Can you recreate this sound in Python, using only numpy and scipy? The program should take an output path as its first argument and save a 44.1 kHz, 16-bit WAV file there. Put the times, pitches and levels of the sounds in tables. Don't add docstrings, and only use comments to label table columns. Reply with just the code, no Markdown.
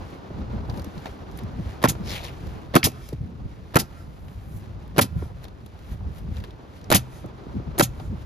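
import sys
import numpy as np
from scipy import signal
from scipy.fft import rfft, irfft
from scipy.io import wavfile
from scipy.ndimage import uniform_filter1d, minimum_filter1d

SR = 44100
rng = np.random.default_rng(int(sys.argv[2]) if len(sys.argv) > 2 else 0)


def store_pcm(level_fs):
    pcm = np.round(np.clip(level_fs, -1, 1) * 32767).astype(np.int16)
    wavfile.write(sys.argv[1], SR, np.atleast_2d(pcm).T)


N = 363825
TIME = np.arange(N) / SR
BINS = np.fft.rfftfreq(N, 1 / SR)



def from_db(db):
    return 10 ** (np.asarray(db) / 20)


def rms_one(x):
    return x / np.sqrt(np.mean(x ** 2) + 1e-20)


def in_time(rows):
    s, *columns = np.transpose(rows)
    return [np.interp(TIME, s, column) for column in columns]


def over_bins(points):
    hz, value = np.transpose(points)
    return np.interp(np.log(BINS + 1), np.log(hz), value)


def noise(colour):
    white = rng.standard_normal((2, N))
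    return rms_one(irfft(rfft(white) * from_db(over_bins(colour)), N))


def resonant(x, hz, width_hz):
    b, a = signal.iirpeak(hz, hz / width_hz, fs=SR)
    return rms_one(signal.lfilter(b, a, x))


def flutter(rate_hz, depth_db):
    slow = irfft(rfft(rng.standard_normal(N)) / (1 + (BINS / rate_hz) ** 2), N)
    return rms_one(from_db(depth_db * np.clip(rms_one(slow), -2, 2)))


def gritty(per_s, size_db, t60):
    born = rng.random(N) < per_s / SR
    sizes = from_db(size_db * np.minimum(rng.exponential(1, N), 4))
    power = fading(born * sizes ** 2, t60 / 2)
    return rms_one(np.sqrt(power))


def clicks(times, db):
    out = np.zeros(N)
    np.add.at(out, np.round(times * SR).astype(int), from_db(db))
    return out


def fading(x, t60):
    return signal.lfilter([1], [1, -from_db(-60 / (t60 * SR))], x + 1e-18)


def burst(x, t60, rise_t60):
    return fading(x, t60) - fading(x, rise_t60)


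def ring(x, hz, t60):
    r = from_db(-60 / (t60 * SR))
    w = 2 * np.pi * hz / SR
    return signal.lfilter([0, r * np.sin(w)], [1, -2 * r * np.cos(w), r * r], x + 1e-18)


def swells(rows, fade_share, edge_db):
    power = np.zeros(N)
    for s, db, length in rows:
        near = slice(*np.searchsorted(TIME, [s - 4 * length, s + 4 * length]))
        along = (TIME[near] - s) / length
        drop = np.maximum(along / fade_share, -along / (1 - fade_share))
        power[near] += from_db(db - edge_db * drop) ** 2
    return power


def nailer(gain_db=-2.5):
    struck = blows() + struck_spots() + crush() + tool_ring()
    recoiling = recoil()
    shot = from_db(gain_db) * (trigger() + struck + valve() + exhaust() + recoiling)
    return shot + rooftops(shot) + house_echo(shot)


# t/s, level/dB, deck thump level/dB, steel crack level/dB, pitch the struck spot favours f/Hz
BLOWS = [(1.839, 2, 0, -1.5, 1088), (1.8475, -5.5, -1, 0.5, 1330), (1.855, -3, -8, -6, 1030),
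         (2.753, -1, 7.5, 6.5, 573), (2.761, 4, -2, -0.5, 1684), (2.765, 8, -1, -2, 1853),
         (3.756, -3.5, 8, 5.5, 540), (3.7638, 5, -14.5, 1.5, 1287), (3.7682, 6.5, -5, -2, 1830),
         (4.981, -7.5, 6.5, 8, 350), (4.9891, 3, -3.5, -0.5, 807), (4.9941, 7, -9, -7.5, 1400),
         (6.9145, -2, 0, 6, 577), (6.9226, 0.5, -2.5, 6, 1370), (6.929, -4, -18, 3, 798),
         (6.939, -8, 4, -10.5, 706), (6.9527, -2, -8, -9, 790), (7.7961, 0, -1, 6, 880),
         (7.8045, -3, -5, 6, 560), (7.8086, 4, -15, -4, 1050)]
# f/Hz, level/dB per Hz
KNOCK_COLOUR = [(50, -21.5), (150, 5.5), (300, -5.5), (550, 10.5), (900, 0.5), (1500, 10), (1900, -6),
                (3200, -13.5), (6000, -21.5), (16000, -53)]
# f/Hz, level/dB per Hz
CRACK_COLOUR = [(300, -5), (1500, 4), (3000, 1.5), (5000, -2.5), (8000, -2), (11500, 0), (16000, -8.5)]


def blows(deck_db=-0.5, spot_db=2, spot_octaves=0.49, knock_db=-8, crack_db=-4.5):
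    s, db, thump, crack, spot_hz = np.transpose(BLOWS)

    def strength_db(hz):
        low_thump = thump / (1 + (hz / 420) ** 4)
        favoured = spot_db * np.exp(-(np.log2(hz / spot_hz) / spot_octaves) ** 2)
        return db + deck_db + low_thump + favoured

    boom = deck(s, strength_db)
    knock = burst(clicks(s, db + knock_db), t60=0.028, rise_t60=0.0085) * noise(KNOCK_COLOUR)
    snap = burst(clicks(s, db + crack + crack_db), t60=0.017, rise_t60=0.0085) * noise(CRACK_COLOUR)
    return boom + (knock + snap) * gritty(per_s=2400, size_db=2.0, t60=0.0035)


def struck_spots(gain_db=-8, cycles=15):
    out, t = np.zeros((2, N)), TIME[:SR // 10]
    for s, db, _, _, hz in BLOWS:
        start = int(s * SR)
        fade = from_db(db + gain_db - 60 * hz * t / cycles)
        out[0, start:start + len(t)] += fade * np.sin(2 * np.pi * hz * t)
    return out


# f/Hz, level/dB per Hz
CRUSH_COLOUR = [(300, -17), (900, 8), (1500, 11.5), (2200, 1.5), (3500, -5.5), (6000, -10.5), (9000, -25),
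                (16000, -49)]


def crush(gain_db=-12, length_s=0.0052, edge_db=16):
    rows = [(s + length_s / 6, db + gain_db, length_s) for s, db, *_ in BLOWS]
    return np.sqrt(swells(rows, 0.9, edge_db)) * noise(CRUSH_COLOUR)


# f/Hz, level/dB, t60/s
DECK = [(128, -33, 0.77), (124.3, -14.5, 0.2), (185.3, -11.5, 0.062), (260, -8.5, 0.054),
        (343.2, -10.5, 0.067), (448, -15.5, 0.051), (573, -15.5, 0.048), (681, -15.5, 0.039),
        (771, -18, 0.073), (869, -13, 0.026), (1074, -19.5, 0.027), (1218, -17.5, 0.037),
        (1350, -9.5, 0.021), (1690, -33, 0.029), (2370, -21, 0.023)]


def deck(times, strength_db, spread_db=3.0):
    chance = rng.standard_normal((len(times), len(DECK)))
    out = np.zeros((2, N))
    for k, (hz, db, t60) in enumerate(DECK):
        struck = clicks(times, strength_db(hz) + db + spread_db * chance[:, k])
        mode = ring(struck, hz, t60)
        quarter_cycle = int(SR / hz / 4)
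        out[0] += (-1) ** k * mode
        out[1] += (-1) ** (k // 2) * np.roll(mode, quarter_cycle)
    return out


# t/s, level/dB, time until the flow runs down t/s, low blast level/dB,
# centre of the port's hiss f/Hz, port hiss level/dB
EXHAUST = [(1.881, -23, 0.022, 1.5, 6900, -2), (2.77, -24, 0.0082, 6.5, 4000, 2),
           (2.837, -7.5, 0.019, -3, 5170, -9.5), (3.786, -19, 0.017, 1, 4900, -3.5),
           (5.009, -11, 0.014, -1, 4800, -7), (6.942, -10.5, 0.019, -2, 6370, -12),
           (7.82, -16.5, 0.016, -7, 6800, -5.5)]
# f/Hz, level/dB per Hz
VENT_COLOUR = [(200, -9), (700, -6.5), (1200, -9.5), (2000, -3), (3500, 1.5), (5000, -1.5), (7000, 0.5),
               (10000, 3), (13500, -.5), (16000, -12.5)]
# f/Hz, level/dB per Hz
BLAST_COLOUR = [(30, -18), (90, -1.5), (150, 1), (250, -3.5), (400, -25.5), (780, -22), (1100, -20),
                (3000, -48.5)]


def exhaust(opening_s=0.0061, emptying_t60=0.071, blast_t60=0.12, port_width_hz=1200):
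    out, t = np.zeros((2, N)), TIME[:SR // 3]
    jet, blast = noise(VENT_COLOUR), noise(BLAST_COLOUR)
    sputter = flutter(rate_hz=130, depth_db=1.7)
    for s, db, hold, low_db, port_hz, port_db in EXHAUST:
        puff = slice(int(s * SR), int(s * SR) + len(t))
        opened = from_db(db) * np.minimum(t / opening_s, 1)
        emptying = np.maximum(t - hold, 0)
        port = resonant(rng.standard_normal((2, len(t))), port_hz, port_width_hz)
        hiss = (jet[:, puff] + from_db(port_db) * port) * sputter[puff]
        hiss_fade = from_db(-60 * emptying / emptying_t60)
        blast_fade = from_db(low_db - 60 * emptying / blast_t60)
        out[:, puff] += opened * (hiss_fade * hiss + blast_fade * blast[:, puff])
    return out


# t/s, level/dB, fall (negative) or rise towards the high modes in dB per octave
RECOIL = [(1.917, -12.5, -8), (2.869, -1, -1), (3.817, -15, -0.5), (5.037, -8, -1), (6.949, -8.5, 2.5),
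          (7.822, 5.5, -31.5)]


def recoil():
    return thuds(RECOIL, gain_db=-3.0, slap_db=-5.5, slap_t60=0.042)


# f/Hz, level/dB per Hz
THUD_COLOUR = [(80, -16), (200, 10.5), (330, 13.5), (650, 8.5), (900, -21), (1600, -34.5), (4000, -54)]


def thuds(rows, gain_db, slap_db, slap_t60):
    s, db, fall_db = np.transpose(rows)
    slap = burst(clicks(s, db + fall_db + slap_db), slap_t60, slap_t60 / 6) * noise(THUD_COLOUR)
    return slap + deck(s, lambda hz: db + gain_db + fall_db * max(np.log2(hz / 250), 0))


# t/s, level/dB
VALVE = [(1.875, -16), (2.8301, 1), (6.938, -5)]
# f/Hz, level/dB per Hz
VALVE_COLOUR = [(500, -22.5), (1500, -1.5), (2400, 3), (3500, -6.5), (5500, -8), (7500, -33.5),
                (16000, -33)]


def valve(gain_db=3):
    s, db = np.transpose(VALVE)
    return burst(clicks(s, db + gain_db), t60=0.014, rise_t60=0.007) * noise(VALVE_COLOUR)


# f/Hz, level/dB, t60/s
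TOOL_BODY = [(2000, -48, .09), (2590, -39.5, 0.23), (3210, -28.5, 0.055), (3430, -35, 0.067),
             (4460, -31, 0.036), (12400, -54, 0.27), (12700, -51, 0.27)]


def tool_ring(blow_db=-5, valve_db=3, spread_db=3):
    hits = [(s, db + blow_db) for s, db, *_ in BLOWS] + [(s, db + valve_db) for s, db in VALVE]
    s, db = np.transpose(hits)
    chance = rng.standard_normal((len(s), len(TOOL_BODY)))
    out = np.zeros(N)
    for k, (hz, mode_db, t60) in enumerate(TOOL_BODY):
        out += ring(clicks(s, db + mode_db + spread_db * chance[:, k]), hz, t60)
    return np.array([out, np.roll(out, SR // 500)])


# t/s, level/dB, treble level/dB relative to the click
TRIGGERS = [(1.8175, -22.5, -26), (1.826, -17.5, -9.5), (2.738, -18.5, -25), (2.743, -12.5, -25),
            (3.738, -28.5, -24), (3.7435, -16, -17), (4.963, -20.5, -31), (4.971, -17.5, -18),
            (6.902, -8.5, -6), (6.908, -26, -3), (7.7798, -14, -15), (7.786, -20.5, 8.5)]


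def trigger():
    return snaps(TRIGGERS, t60=0.03, treble_t60=0.03, body_db=-2.0, treble_db=-1.5, rise_t60=0.005)


# f/Hz, level/dB per Hz
CLICK_COLOUR = [(200, 10), (700, 13), (1500, 2.5), (2500, -3.5), (4500, -3.5), (7000, -20), (16000, -28.5)]
# f/Hz, level/dB per Hz
TREBLE_COLOUR = [(1000, -25.5), (4000, -17), (7000, 1), (12000, 3), (14000, -0.5), (16000, -13)]


def snaps(rows, t60, treble_t60, body_db, treble_db, rise_t60):
    s, db, bright_db = np.transpose(rows)[:3]
    body = burst(clicks(s, db + body_db), t60, rise_t60) * noise(CLICK_COLOUR)
    treble = burst(clicks(s, db + bright_db + treble_db), treble_t60, rise_t60) * noise(TREBLE_COLOUR)
    return body + treble


def through_paths(x, paths, dull_hz):
    lowpass = signal.butter(1, dull_hz, fs=SR, output="sos")
    return signal.fftconvolve(x[:1], signal.sosfilt(lowpass, paths), axes=1)[:, :N]


def rooftops(x, near_db=-17, near_t60=0.14, far_db=-33, far_t60=1.0):
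    t = TIME[:SR // 2]
    near = from_db(near_db - 60 * t / near_t60) / np.sqrt(near_t60)
    far = from_db(far_db - 60 * t / far_t60) / np.sqrt(far_t60)
    unit_energy = np.sqrt(2 * np.log(1000) / SR)
    paths = rng.standard_normal((2, len(t))) * (near + far) * unit_energy * (t > .005)
    return through_paths(x, paths, dull_hz=3500)


def house_echo(x, delay_s=0.21, level_db=-36, spread_s=0.059):
    t = TIME[:SR // 2]
    paths = rng.standard_normal((2, len(t))) * np.exp(-((t - delay_s) / spread_s) ** 2)
    paths = from_db(level_db) * rms_one(paths) / np.sqrt(len(t))
    return through_paths(x, paths, dull_hz=9000)


def roofer(rub_gain_db=3.5):
    rub = from_db(rub_gain_db) * rubbing() * gritty(per_s=2900, size_db=1.0, t60=0.0037)
    return rub + knife() + bumps() + flexes() + scuffs() + grit()


# t/s, level/dB, centre of the rasp f/Hz
KNIFE = [(2.01, -75, 4000), (2.059, -48, 4750), (2.111, -38, 4470), (2.167, -39.5, 2500),
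         (2.192, -45.5, 2700), (2.228, -51.5, 3520), (2.244, -38, 4740), (2.27, -48, 3480),
         (2.289, -47.5, 2500), (2.31, -63, 2500), (2.34, -58, 2500)]
# f/Hz, level/dB per Hz
KNIFE_COLOUR = [(200, 9), (700, 7.5), (1500, 0.5), (2200, 7), (3200, -1.5), (5000, -8.5), (7000, -8),
                (12000, -9), (14000, -14), (16000, -35)]


def knife(gain_db=2.5, rasp_db=-3, rasp_width_hz=700, rasp_octaves=0.5):
    stroke = (TIME > KNIFE[0][0]) & (TIME < KNIFE[-1][0])
    db, centre_hz = np.array(in_time(KNIFE))[:, stroke]
    rasp = np.zeros((2, len(db)))
    for hz in np.geomspace(2200, 5200, num=5):
        band = resonant(rng.standard_normal((2, SR)), hz, rasp_width_hz)[:, :len(db)]
        rasp += band * np.exp(-(np.log2(hz / centre_hz) / rasp_octaves) ** 2)
    grains = gritty(per_s=1200, size_db=2.4, t60=0.006)
    scrape = noise(KNIFE_COLOUR) * gritty(per_s=1500, size_db=2.0, t60=0.006)
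    out = np.zeros((2, N))
    out[:, stroke] = from_db(db + gain_db) * (scrape[:, stroke] + from_db(rasp_db) * rasp * grains[stroke])
    return out


# t/s, level/dB, fall (negative) or rise towards the high modes in dB per octave
BUMPS = [(.534, -19.5, -5.5), (1.057, -37.5, 6), (1.594, -21, -9.5), (1.952, -26.5, -1.5),
         (6.068, -30.5, -11), (7.243, -21, -4.5), (7.464, -19.5, -11.5), (7.599, -27, -3), (7.999, -34, 2)]


def bumps():
    return thuds(BUMPS, gain_db=-2.5, slap_db=-2.0, slap_t60=0.034)


# t/s, level/dB, treble level/dB relative to the snap, pitch f/Hz
GRIT = [(0.698, -27, -40, 4370), (0.7404, -32, -33, 900), (0.774, -34, -19, 5000),
        (0.7955, -32.5, -17, 4500), (0.8195, -38, -16, 5500), (0.8438, -33, -13, 5800),
        (0.979, -35.5, -38, 4540), (1.057, -21.5, -44, 960), (1.067, -28.5, -37, 2300),
        (1.3134, -42.5, -16, 5000), (1.3738, -40, -5, 6500), (1.3879, -31, -14, 2900),
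        (1.952, -31.5, -40, 1200), (1.4344, -41.5, -13, 5500), (2.4693, -38, -20, 5000),
        (2.9174, -36, -15, 2600), (3.0884, -31, -13, 5000), (3.106, -48.5, -12, 4300),
        (3.129, -36.5, -18, 4400), (3.8554, -43, -24, 4960), (4.2825, -38.5, -26.5, 2740),
        (5.4417, -34, -15, 3930), (5.452, -35.5, -26, 3400), (5.4824, -38, -23, 3400),
        (5.662, -39.5, -10.5, 3700), (5.79, -44.5, -14, 4050), (6.368, -33, -23, 3650),
        (6.402, -36, -24, 3500), (6.4385, -26.5, -27, 1840), (6.446, -38, -24, 4170),
        (6.5071, -39, -34, 3440), (6.8134, -39.5, -25, 4000), (6.8424, -39, -22, 5200),
        (7.26, -44, -13, 6900), (7.998, -29, -36, 934)]


def grit(ring_db=-10, ring_t60=0.022, width_share=0.24):
    rows = GRIT + loose_grit()
    out = snaps(rows, t60=0.048, treble_t60=0.018, body_db=-6.5, treble_db=6.5, rise_t60=0.0026)
    t = TIME[:SR // 10]
    for s, db, _, hz in rows:
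        tone = resonant(rng.standard_normal((2, len(t))), hz, hz * width_share)
        tick = from_db(db + ring_db - 60 * t / ring_t60) * tone
        start = int(s * SR)
        out[:, start:start + len(t)] += tick[:, :N - start]
    return out


def loose_grit(count=6, db=-49, spread_db=3, treble_db=-16, pitch_hz=4000):
    when, size = rng.random((count, 2)).T
    rows = []
    for s, u in zip(when * TIME[-1], size):
        rows.append((s, db + spread_db * (2 * u - 1), treble_db, pitch_hz * 2 ** (.5 - u)))
    return rows


# strongest moment t/s, level/dB, length t/s, treble level/dB relative to the stroke
RUBS = [(0.12, -56, 0.25, -25), (0.776, -55.5, 0.089, -8), (1.08, -55, 0.36, -19),
        (1.402, -56.5, 0.13, -19), (1.714, -53.5, 0.16, -27), (2.497, -57.5, 0.95, -18),
        (3.1, -71.5, 0.3, -13), (4.322, -74, 0.38, 4), (4.574, -70, 0.15, 10), (5.19, -64, 0.042, 0),
        (5.442, -53, 0.03, -11), (5.928, -55, 0.094, -8.5), (6.188, -57, 0.052, -3),
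        (6.386, -54.5, 0.092, -15), (6.781, -58.5, 0.074, -13), (8.223, -57.5, 0.094, -21)]
# f/Hz, level/dB per Hz
RUB_COLOUR = [(400, -3), (1500, 13), (4000, 4.5), (6500, -1), (9000, -3.5), (13500, -9), (16000, -31.5)]


def rubbing(fade_share=0.25, edge_db=10, resting_db=-65):
    resting = from_db(resting_db) * flutter(rate_hz=8.2, depth_db=2.0)
    strokes = [(s, db, length) for s, db, length, _ in RUBS]
    bright_strokes = [(s, db + bright_db, length) for s, db, length, bright_db in RUBS]
    rasp = swells(strokes, fade_share, edge_db) + resting ** 2
    swish = swells(bright_strokes, fade_share, edge_db)
    return np.sqrt(rasp) * noise(RUB_COLOUR) + np.sqrt(swish) * noise(TREBLE_COLOUR)


# strongest moment t/s, level/dB, length t/s
SCUFFS = [(.02, -38, 0.08), (.54, -45.5, .08), (.745, -41, 0.25), (1.6, -48, 0.083), (2.25, -36.5, 0.066),
          (5.305, -45, 0.087), (6.06, -49, .08), (7.52, -48, 0.072)]
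# f/Hz, level/dB per Hz
SCUFF_COLOUR = [(120, -11.5), (350, 4), (900, 5), (1500, -11), (2400, -26), (8000, -53)]


def scuffs(fade_share=0.25, edge_db=10):
    strokes = np.sqrt(swells(SCUFFS, fade_share, edge_db))
    return strokes * noise(SCUFF_COLOUR) * flutter(rate_hz=55, depth_db=5)


# t/s, level/dB, starting pitch f/Hz, length t/s
FLEXES = [(0.303, -28.5, 442, .018), (3.124, -23, 476, 0.022), (5.223, -25.5, 800, .009),
          (5.483, -51, 751, .014), (7.248, -31, 515, .014)]


def flexes(fall_octaves=1.7, unevenness=0.45):
    out, t = np.zeros((2, N)), TIME[:SR // 8]
    for s, db, hz, length in FLEXES:
        along = t / length
        uneven = 1 + unevenness * rms_one(uniform_filter1d(rng.standard_normal(len(t)), size=40))
        pitch_hz = hz * uneven * 2 ** (-fall_octaves * np.minimum(along, 2))
        phase = 2 * np.pi * np.cumsum(pitch_hz) / SR
        swell = 2 * along * np.exp(1 - 2 * along)
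        start = int(s * SR)
        out[0, start:start + len(t)] += from_db(db) * swell * np.sin(phase)
    return out


# strongest moment t/s, level/dB, length t/s, pitch at that moment f/Hz
EDDIES = [(0.553, -26, .04, 178.4), (0.781, -30.5, 0.046, 189), (0.876, -33, 0.034, 218.8),
          (0.978, -28, .025, 178.4), (1.443, -29, .03, 212), (1.457, -28, 0.059, 100.4),
          (1.606, -27.5, .05, 160), (2.012, -25, .025, 158.3), (3.228, -28.5, 0.056, 113.8),
          (5.172, -24.5, .025, 149.7), (5.222, -26, 0.052, 88.6), (6.087, -35, 0.046, 147.7),
          (6.4, -34, 0.041, 109.4), (7.255, -32.5, .04, 161.2), (7.57, -23, 0.045, 175.6),
          (7.685, -28, 0.027, 166.5), (8.136, -28, 0.047, 188)]


def passing_eddies(gain_db=1, sag_octaves=0.97, wobble=0.258):
    out = np.zeros((2, N))
    unsteady = 1 + wobble * rms_one(uniform_filter1d(rng.standard_normal(N), size=90))
    for (s, db, length, hz), turn in zip(EDDIES, rng.random(len(EDDIES))):
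        near = np.abs(TIME - s) < 2 * length
        along = (TIME[near] - s) / length
        pitch_hz = hz * 2 ** (-sag_octaves * along) * unsteady[near]
        phase = 2 * np.pi * (turn + np.cumsum(pitch_hz) / SR)
        swell = from_db(db + gain_db) * np.exp(-(2 * along) ** 2)
        out[:, near] += swell * np.array([np.sin(phase), np.cos(phase)])
    return out


# t/s, level/dB
WIND = [(0.0, -38), (0.3, -58.5), (0.55, -34.5), (1.1, -46), (1.51, -45), (1.98, -38), (2.3, -42),
        (4.57, -41.5), (5.19, -43), (5.42, -42.5), (5.72, -45), (6.23, -46), (6.5, -63), (6.71, -47.5),
        (6.92, -40.5), (7.35, -49), (7.79, -38.5), (8.25, -37)]
# strongest moment t/s, level/dB, length t/s
GUSTS = [(.39, -30, 0.22), (.56, -37, 0.11), (.74, -29.5, 0.1), (1.35, -33, 0.18), (1.61, -27, 0.15),
         (2.055, -25.5, 0.07), (2.47, -31.5, 0.19), (3.22, -33.5, 0.1), (3.46, -33.5, 0.18),
         (4.25, -28.5, 0.045), (4.57, -34, 0.11), (4.76, -35.5, 0.24), (5.16, -28, 0.31), (5.92, -29, 0.1),
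         (6.07, -28, 0.15), (6.29, -29, 0.3), (6.39, -25, 0.08), (7.57, -28.5, 0.088), (7.71, -32.5, 0.057),
         (8.06, -31, 0.11)]
# t/s, level/dB
AIR = [(0.0, -49), (2.64, -51.5), (3.1, -59), (5.38, -58.5), (5.49, -59.5), (7.74, -51), (7.86, -55),
       (8.25, -53)]
# f/Hz, level/dB per Hz
WIND_COLOUR = [(20, -39.5), (35, -16.5), (55, 5.5), (90, 3.5), (135, -3), (200, -9.5), (300, -28),
               (600, -36), (1500, -70.5)]
# f/Hz, level/dB per Hz
EDDY_COLOUR = [(80, -4), (180, 14), (300, 2), (500, -8), (800, -15), (2000, -58)]
# f/Hz, level/dB per Hz
AIR_COLOUR = [(30, -15), (120, 6), (350, 4), (600, -1), (1000, -4), (1550, -9.5), (1750, -16.5),
              (3000, -21), (4200, -23), (7000, -34.5), (12000, -60), (14000, -64.5), (15000, -87)]


def wind(breeze_gain_db=3, gust_fade_share=0.59, gust_edge_db=11, air_gain_db=9.0, still_air_db=-56,
         eddy_db=-45, eddy_growth=1.41, usual_wind_db=-34):
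    breeze_db, = in_time(WIND)
    air_db, = in_time(AIR)
    gust_power = swells(GUSTS, gust_fade_share, gust_edge_db)
    force = np.sqrt(from_db(breeze_db + breeze_gain_db) ** 2 + gust_power)
    buffets = force * noise(WIND_COLOUR) * flutter(rate_hz=38, depth_db=3.0)
    eddy_gain = from_db(eddy_db) * (force / from_db(usual_wind_db)) ** eddy_growth
    eddies = eddy_gain * noise(EDDY_COLOUR) * flutter(rate_hz=3.7, depth_db=6.5)
    rush = np.hypot(from_db(air_db + air_gain_db), from_db(still_air_db))
    return buffets + eddies + rush * noise(AIR_COLOUR) * flutter(rate_hz=22, depth_db=1.6)


def ports(x, likeness, phase, balance):
    alike = np.clip(over_bins(likeness), 0, 1)
    shared, differing = rfft(x) * np.sqrt([(1 + alike) / 2, (1 - alike) / 2])
    sides = np.array([[1], [-1]])
    lead = np.exp(.5j * sides * over_bins(phase))
    level = from_db(sides * over_bins(balance) / 2)
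    return irfft((shared + sides * differing) * lead * level, N)


# f/Hz, likeness (0 to 1)
NAILER_LIKENESS = [(300, .96), (700, .8), (1300, .82), (2300, .88), (4500, .72), (5300, .4), (6200, .72),
                   (7400, .75), (8300, .99), (10000, .75), (11800, 1), (13000, .97), (13800, .65),
                   (15000, .96)]
ROOFER_LIKENESS = [(300, .8), (1000, 0.2), (2000, 0.77), (3700, .62), (4800, 0.51), (7000, 1), (8500, 1),
                   (10000, 0.86), (11800, 1), (13500, .65)]
WIND_LIKENESS = [(70, 0.83), (300, 0.52), (900, .05), (2200, 0.6), (5300, .45), (8000, 1), (10000, .75),
                 (12000, .98)]
# f/Hz, phase/radians
TREBLE_PHASE = [(5600, -.8), (6700, -1.0), (8200, -3.1), (8900, -3.4), (11300, -6.15), (12800, -6.4),
                (14800, -9.4)]
NAILER_PHASE = [(100, -.3), (350, -.55), (800, -1.2), (1600, -2.3), (1750, -.25), (3000, .8),
                (4900, .9)] + TREBLE_PHASE
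ROOFER_PHASE = [(400, .1), (1000, 1.4), (1550, 3), (1700, 0), (3500, 1.8), (4000, .1)] + TREBLE_PHASE
WIND_PHASE = [(800, 0), (1100, -2.7), (1600, -2.7), (1750, .2), (3000, 1), (4700, .4)] + TREBLE_PHASE
# f/Hz, level/dB
NAILER_BALANCE = [(200, -.5), (370, 1), (700, -2.5), (1000, -3.5), (1550, -3.7), (1800, 2.7), (3700, 2),
                  (4500, -.3)]
ROOFER_BALANCE = [(500, 0), (950, 2), (1500, -3), (2200, 2), (3000, 4), (3600, 8), (4400, 2), (6000, 0)]
WIND_BALANCE = [(500, .3), (1100, -1.3), (1550, -3.6), (1800, 2), (4500, 2.5), (7000, 0)]


def scene():
    return (ports(nailer(), NAILER_LIKENESS, NAILER_PHASE, NAILER_BALANCE)
            + ports(roofer(), ROOFER_LIKENESS, ROOFER_PHASE, ROOFER_BALANCE)
            + ports(wind() + passing_eddies(), WIND_LIKENESS, WIND_PHASE, WIND_BALANCE))


def held_peaks(over_db, release_db_per_s):
    slope = release_db_per_s * TIME
    return np.maximum.accumulate(over_db + slope) - slope


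def gain_control(x, threshold_db=-22, share=0.25, attack_s=0.17, release_db_per_s=25):
    power = np.abs(uniform_filter1d(np.mean(x ** 2, axis=0), size=441))
    level_db = 10 * np.log10(power + 1e-12)
    over_db = share * np.maximum(level_db - threshold_db, 0)
    r = np.exp(-1 / (attack_s * SR))
    cut_db = signal.lfilter([1 - r], [1, -r], held_peaks(over_db, release_db_per_s))
    return x * from_db(-cut_db)


def record(dry, ceiling_db=-1.2, release_db_per_s=40, cutoff_hz=16000):
    dry = gain_control(dry)
    peak_db = 20 * np.log10(np.abs(dry).max(axis=0) + 1e-9)
    held = held_peaks(np.maximum(peak_db - ceiling_db, 0), release_db_per_s)
    gain_db = uniform_filter1d(minimum_filter1d(-held, size=65), size=65)
    lowpass = signal.ellip(10, .2, 80, cutoff_hz, fs=SR, output="sos")
    return signal.sosfilt(lowpass, dry * from_db(gain_db))


dry = scene()
out = record(dry)
store_pcm(out)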